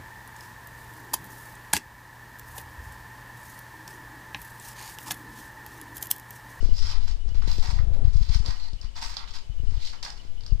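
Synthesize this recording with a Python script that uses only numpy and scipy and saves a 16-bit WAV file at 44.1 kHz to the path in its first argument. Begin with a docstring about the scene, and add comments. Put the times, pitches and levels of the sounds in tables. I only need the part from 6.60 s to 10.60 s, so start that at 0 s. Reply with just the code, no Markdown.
"""A turtle walks over a woven straw mat in a small quiet room. Its feet and shell scuff the weave
in countless tiny slips; its claws tick, zip and sizzle on the straws, and its shell taps dully.
The hand that follows it with a phone rubs, judders and bumps beside the left microphone port.
A faint pulsing trill, probably an insect, comes from the left over the room's hush."""
import sys
import numpy as np
from scipy import signal
from scipy.fft import rfft, irfft
from scipy.io import wavfile
from scipy.ndimage import uniform_filter1d, map_coordinates

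SR = 44100
rng = np.random.default_rng(int(sys.argv[2]) if len(sys.argv) > 2 else 0)


def to_wav(sig):
    """Store sig (one row per channel, or 1-D mono) as 16-bit WAV at the path in sys.argv[1].

    Samples outside -1..1 are clipped; the rate is SR.
    """
    pcm = np.clip(np.atleast_2d(sig), -1, 1) * 32767
    pcm = np.round(pcm).astype(np.int16)
    wavfile.write(sys.argv[1], SR, pcm.T)  # frames by channels


N = 176400

# tone of a straw snapping back (frequency [Hz], level [dB])
SNAP_TONE = [(300, -23), (1100, -4), (2400, -23), (4200, 1.5), (4900, 7.5), (5700, -4.5), (7500, -17),
             (10000, -27.5), (15000, -38.5)]
RISE_SHARE = 0.073  # of a stroke's length
COLOUR_WANDER = 0.05  # relative spread of the weave's resonant pitches


def undb(db):
    """Decibels to gain."""
    return 10 ** (np.asarray(db) / 20)


def unit(x):
    """Scale to rms 1."""
    return x / np.sqrt(np.mean(x ** 2))


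def fader(rows):
    """Gain along a curve of (time [s], level [dB])."""
    return undb(np.interp(np.arange(N) / SR, *np.array(rows).T))


def colour(x, tone, normalise=True):
    """Minimum-phase EQ through (frequency [Hz], level [dB]) points, by default of unit energy."""
    size = 16384
    hz, db = np.array(tone, float).T
    freqs = np.maximum(np.fft.rfftfreq(size, 1 / SR), 1)
    gain = undb(np.interp(np.log(freqs), np.log(hz), db))
    cepstrum = irfft(np.log(gain))
    cepstrum[1:size // 2] *= 2
    cepstrum[size // 2 + 1:] = 0
    impulse = irfft(np.exp(rfft(cepstrum)))[:size // 2]
    return signal.fftconvolve(x, impulse / np.linalg.norm(impulse) if normalise else impulse)[:N]


def wobble(rate_hz):
    """Smooth random modulation of rms 1."""
    hold = max(int(SR / rate_hz), 1)
    steps = np.repeat(rng.standard_normal(N // hold + 1), hold)
    return unit(uniform_filter1d(steps, hold)[:N])


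def strikes(rows):
    """One impulse for each (time [s], level [dB])."""
    out = np.zeros(N)
    for time, db in rows:
        out[int(np.clip(time * SR, 0, N - 1))] += undb(db)
    return out


def swell(start, rise, length, release_s=0.027):
    """Envelope of a stroke: it rises, holds and dies away."""
    t = np.arange(N) / SR - start
    return np.clip(t / max(rise, 1 / SR), 0, 1) * np.exp(-np.maximum(t - length, 0) / release_s)


def grains(per_s=2400, spread_db=3.5):
    """Countless tiny slips over the straw, of uneven size."""
    size = undb(spread_db * np.minimum(rng.exponential(size=N), 4))
    return unit((rng.random(N) < per_s / SR) * size * rng.choice([-1, 1], N))


def rasp(tone, likeness=0.2):
    """Slips ring the weave, whose colour wanders under the foot; each port hears partly other straws."""
    shared = np.sqrt(likeness) * grains()
    playhead = np.cumsum(1 + COLOUR_WANDER * wobble(14))
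    ports = [colour(shared + np.sqrt(1 - likeness) * grains(), tone) for _ in range(2)]
    return np.array([map_coordinates(port, [playhead], order=3, mode="mirror") for port in ports])


def snaps(per_s=45, level_db=-6):
    """Sparse snaps of single straws make a scuff scratchy."""
    clicks = (rng.random(N) < per_s / SR) * rng.uniform(0.47, 1, (2, N))
    return undb(level_db) * unit(np.array([colour(port, SNAP_TONE) for port in clicks]))


def scuffs(hiss_trim_db=-2, body_trim_db=0.5):
    """Feet push off and legs trail, stirring the hiss of the straw and the body of the mat."""
    # feet pushing off (start [s], length [s], hiss [dB], body [dB])
    pushes = [(0.0, 0.14, -50, -57), (0.214, 0.14, -52, -49.5), (0.399, 0.055, -51, -58),
              (0.471, 0.02, -43.5, -52), (0.678, 0.0085, -54.5, -57), (0.743, 0.02, -47.5, -51.5),
              (0.815, 0.042, -48, -51), (0.872, 0.016, -37.5, -47), (0.909, 0.087, -42.5, -55),
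              (1.021, 0.053, -42, -44.5), (1.091, 0.023, -40, -45.5), (1.141, 0.048, -47.5, -52.5),
              (1.332, 0.015, -51, -57), (1.44, 0.048, -53, -58.5), (1.52, 0.16, -49, -59.5),
              (1.815, 0.11, -46, -48.5), (1.854, 0.045, -47, -63), (1.941, .13, -52.5, -56),
              (2.223, 0.025, -53.5, -56.5), (2.413, 0.032, -34.5, -41), (2.472, 0.072, -44, -49.5),
              (2.57, 0.059, -48.5, -47), (2.673, 0.025, -46, -56), (2.736, 0.022, -41.5, -49),
              (3.327, 0.0096, -50, -49), (3.426, 0.019, -36, -47.5), (3.469, 0.041, -52.5, -50.5),
              (3.55, 0.087, -56, -61)]
    # swishes of a trailing leg (start [s], rise [s], length [s], hiss [dB], body [dB])
    drags = [(.15, 0.029, 0.17, -41, -64), (1.68, 0.045, 0.083, -38.5, -48.5),
             (2.35, .02, 0.03, -39.5, -44), (2.99, 0.28, .2, -48.5, -55.5),
             (3.175, 0.065, 0.11, -40.5, -61.5), (3.83, 0.025, 0.025, -63, -78)]
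    # bright hiss of the straw (frequency [Hz], level [dB])
    straw_tone = [(600, -30.5), (2000, -12.5), (3300, -5), (4200, 1.5), (5000, 0), (5800, -6),
                  (7300, -11.5), (9000, -21.5), (15500, -33.5)]
    # midrange body of the mat (frequency [Hz], level [dB])
    mat_tone = [(150, -14.5), (500, -23), (750, -3), (1000, 3.5), (1650, -8), (2200, -7.5), (3200, -13.5),
                (10000, -45.5)]
    strokes = [(start, RISE_SHARE * length, length, *levels) for start, length, *levels in pushes]
    hiss_power, body_power = np.zeros(N), np.zeros(N)
    for start, rise, length, hiss_db, body_db in strokes + list(drags):
        envelope = swell(start, rise, length)
        hiss_power += (envelope * undb(hiss_db)) ** 2
        body_power += (envelope * undb(body_db)) ** 2
    hiss = np.sqrt(hiss_power) * (rasp(straw_tone) + snaps())
    body = np.sqrt(body_power) * rasp(mat_tone)
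    return undb(hiss_trim_db) * hiss + undb(body_trim_db) * body


def hand(thump_trim_db=18.5, right_leak_db=-26):
    """The grip on the phone sways, rubs, judders and bumps, nearly all in the left port."""
    # single shifts of the grip (time [s], thump [dB], creak [dB])
    bumps = [(.36, -22, -22), (.876, -9.5, -4), (.984, -7.5, -5.5), (1.447, 0, -16), (1.476, -1, -18),
             (1.553, 1.5, -27), (1.608, -2.5, -25), (1.694, -0.5, -23), (1.753, -1, -27),
             (1.798, -3.5, -23), (1.882, -6.5, -13), (2.13, -14, -17), (2.24, -16, -26), (2.895, -11, -30),
             (3.65, -39, -17.5), (3.92, 0.5, -11), (3.95, -11.5, -20)]
    # skin sticking and slipping (start [s], end [s], rate [slips/s], thump [dB], creak [dB])
    judders = [(0.025, 0.147, 31.3, -14.5, -8), (0.658, 0.848, 34, -16.5, -19.5),
               (1.088, 1.347, 27, -5, -30), (2.994, 3.19, 23.1, -13.5, -18)]
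    # swells of the slow sway and of a finger rubbing by the port (time [s], level [dB])
    sway_curve = [(0, -12.5), (.6, -18), (.9, -11.5), (1.1, -25.5), (1.42, -11.5), (2.0, -25.5),
                  (2.85, -32), (3.12, -14), (3.35, -35), (4, -20.5)]
    rub_curve = [(0, -43.5), (.8, -54.5), (1.0, -42.5), (1.2, -40.5), (1.43, -33.5), (1.5, -49.5),
                 (1.8, -54), (1.87, -35.5), (1.98, -59), (3.1, -53), (4, -51)]
    # deep thump, low creak, sway rumble and muffled rub (frequency [Hz], level [dB])
    thump_tone = [(10, -17.5), (35, 5.5), (100, -6.5), (160, -20.5), (250, -48), (4000, -130)]
    creak_tone = [(30, -19), (120, 1.5), (450, -8), (700, -22), (1500, -63), (9000, -100)]
    sway_tone = [(8, 2), (35, -11), (100, -27.5), (200, -55.5), (2000, -100)]
    rub_tone = [(50, 5.5), (140, 1.5), (260, -8), (700, -10.5), (1000, -21.5), (5000, -49.5)]
    slips = list(bumps)
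    for start, end, rate, thump_db, creak_db in judders:
        jitter = rng.standard_normal((32, 2)) * [0.097, 2]  # timing [periods], level [dB]
        for time, (late, accent_db) in zip(np.arange(start, end, 1 / rate), jitter):
            slips.append((time + late / rate, thump_db + accent_db, creak_db + accent_db))
    slips = np.array(slips)
    thumps = undb(thump_trim_db) * colour(strikes(slips[:, [0, 1]]), thump_tone)
    creaks = colour(strikes(slips[:, [0, 2]]), creak_tone)
    rub = fader(rub_curve) * colour(rng.standard_normal(N), rub_tone)
    sway = [fader(sway_curve) * unit(colour(rng.standard_normal(N), sway_tone)) for _ in range(2)]
    left = thumps + creaks + rub + sway[0]
    right = undb(right_leak_db) * (creaks + rub + sway[1])
    return np.array([left, right])


def hush(level_db=-53):
    """The steady air of the room, duller on the left."""
    # room tone (frequency [Hz], level [dB])
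    air_tone = [(25, 1.5), (100, -7.5), (200, -16.5), (800, -21.5), (1500, -26), (3000, -21.5), (5000, -26),
                (8000, -33.5), (15000, -50.5)]
    out = []
    for side in (1, -1):
        air = undb(level_db) * colour(rng.standard_normal(N), air_tone)
        out.append(colour(air, [(3500, 1.74 * side), (7500, -3 * side)], normalise=False))
    return np.array(out)


def trill(pitch_hz=2977, waver_hz=58, flutter_db=4.3, pip_s=0.051):
    """Soft pips of one slightly rough note, probably an insect, on the left."""
    # runs of even pips (start [s], end [s], rate [pips/s], level [dB])
    runs = [(0.018, .9, 10, -54.5), (1.716, 2, 8, -54.5), (2.04, 3.03, 12.5, -55),
            (3.092, 3.95, 9.9, -54.5)]
    t = np.arange(N) / SR
    pips = np.zeros(N)
    for start, end, rate, db in runs:
        for centre in np.arange(start, end, 1 / rate):
            pips += undb(db) * np.sqrt(np.maximum(1 - (2 * (t - centre) / pip_s) ** 2, 0))
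    hz = pitch_hz + waver_hz * wobble(400)
    note = np.sin(2 * np.pi * np.cumsum(hz) / SR) * undb(flutter_db * wobble(150))
    pan = undb([[-2], [-15]])
    return unit(note) * pips * pan


def zips(width_hz=670, rise_s=0.056):
    """Quick slips ring one narrow straw resonance while a claw is dragged."""
    # claw drags (start [s], length [s], pitch [Hz], level [dB])
    drags = [(0.132, 0.17, 5130, -42.5), (1.97, 0.073, 4360, -44), (3.225, 0.036, 4630, -43)]
    out = np.zeros((2, N))
    for start, length, hz, db in drags:
        band = signal.butter(2, [hz - width_hz / 2, hz + width_hz / 2], "bandpass", fs=SR, output="sos")
        ring = unit(signal.sosfilt(band, [grains(), grains()]))
        out += undb(db) * swell(start, rise_s, length) * ring
    return out


def ticks(hits, tone, early_s=0.003, early_db=2):
    """Small impacts, each with its own pitch and a brief scatter of early reflections."""
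    t = np.arange(SR // 20) / SR
    out = np.zeros((2, N + 2 * len(t)))
    for time, db in hits:
        detune = np.exp(COLOUR_WANDER * rng.standard_normal())
        hit_tone = [(hz * detune, level) for hz, level in tone]
        at = int(max(time, 0) * SR)
        for port in out:
            burst = rng.standard_normal(len(t)) * np.exp(-t / early_s)
            burst *= undb(early_db) / np.linalg.norm(burst)
            burst[0] += 1  # the direct click
            port[at:at + len(t)] += undb(db) * colour(burst / np.linalg.norm(burst), hit_tone)[:len(t)]
    return out[:, :N]


def claw_ticks(trim_db=-6.5):
    """A claw catches a straw and lets it go with a bright tick."""
    # straws let go (time [s], level [dB])
    hits = [(.313, -6), (.428, -19), (.754, -18.5), (1.11, -10), (1.545, -19), (1.747, -4.5), (1.764, -14),
            (1.861, -1.5), (1.876, -11), (2.133, -13.5), (2.214, -11), (2.245, -15), (2.449, -2.5),
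            (2.5685, 2.5), (3.4505, -4), (3.503, -6.5), (3.808, -16.5), (3.836, -17.5), (3.864, -10),
            (3.879, -17.5), (3.907, -23)]
    return undb(trim_db) * ticks(hits, SNAP_TONE)


def shell_taps(trim_db=-12):
    """The shell knocks dully on the mat."""
    # knocks (time [s], level [dB])
    hits = [(.822, -6), (.834, -15), (1.188, -3), (3.463, -4.5)]
    # tone of shell on mat (frequency [Hz], level [dB])
    knock_tone = [(200, -10), (700, -8), (1100, 9.5), (2200, -7), (10000, -50)]
    return undb(trim_db) * ticks(hits, knock_tone)


def sizzle(low_cut_hz=10500):
    """Skating claw tips make the finest slips, an airy band above the straw's resonance."""
    # skids (start [s], length [s], level [dB])
    skids = [(.876, 0.15, -57), (1.56, .2, -68), (2.42, .08, -59)]
    highpass = signal.butter(2, low_cut_hz, "highpass", fs=SR, output="sos")
    envelope = sum(undb(db) * swell(start, RISE_SHARE * length, length) for start, length, db in skids)
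    return envelope * signal.sosfilt(highpass, [grains(), grains()])


def turtle(catch_hz=129.4, catch_db=2.5):
    """The sliding sounds flutter as they catch on the weave; ticks and taps sit on top."""
    catch = unit(undb(catch_db * wobble(catch_hz)))
    return catch * (scuffs() + zips() + sizzle()) + claw_ticks() + shell_taps()


def room(ports, t60_s=0.28, tail_db=-3):
    """Direct sound and a short reverb tail, coloured differently at each port."""
    # left port relative to right (frequency [Hz], level [dB])
    balance = [(200, -17), (600, 1.5), (900, 7), (1250, -2.5), (1700, -14.5), (2400, -9.5), (3800, -5),
               (4700, -3), (5700, 3), (7500, -5), (12000, 3)]
    t = np.arange(SR // 2) / SR
    out = []
    for port, side in zip(ports, (1, -1)):
        tail = rng.standard_normal(len(t)) * undb(-60 * t / t60_s)
        impulse = undb(tail_db) * tail / np.linalg.norm(tail)
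        impulse[0] += 1  # the direct path
        wet = signal.fftconvolve(port, impulse / np.linalg.norm(impulse))[:N]
        out.append(colour(wet, [(hz, side * db / 2) for hz, db in balance], normalise=False))
    return np.array(out)


def scene():
    """Turtle in the room, hand on the phone, trill and hush."""
    return room(turtle()) + hand() + trill() + hush()


def record(dry, high_cut_hz=15500):
    """The phone cuts the top steeply."""
    return signal.sosfilt(signal.ellip(8, .2, 70, high_cut_hz, fs=SR, output="sos"), dry)


dry = scene()
out = record(dry)
to_wav(out)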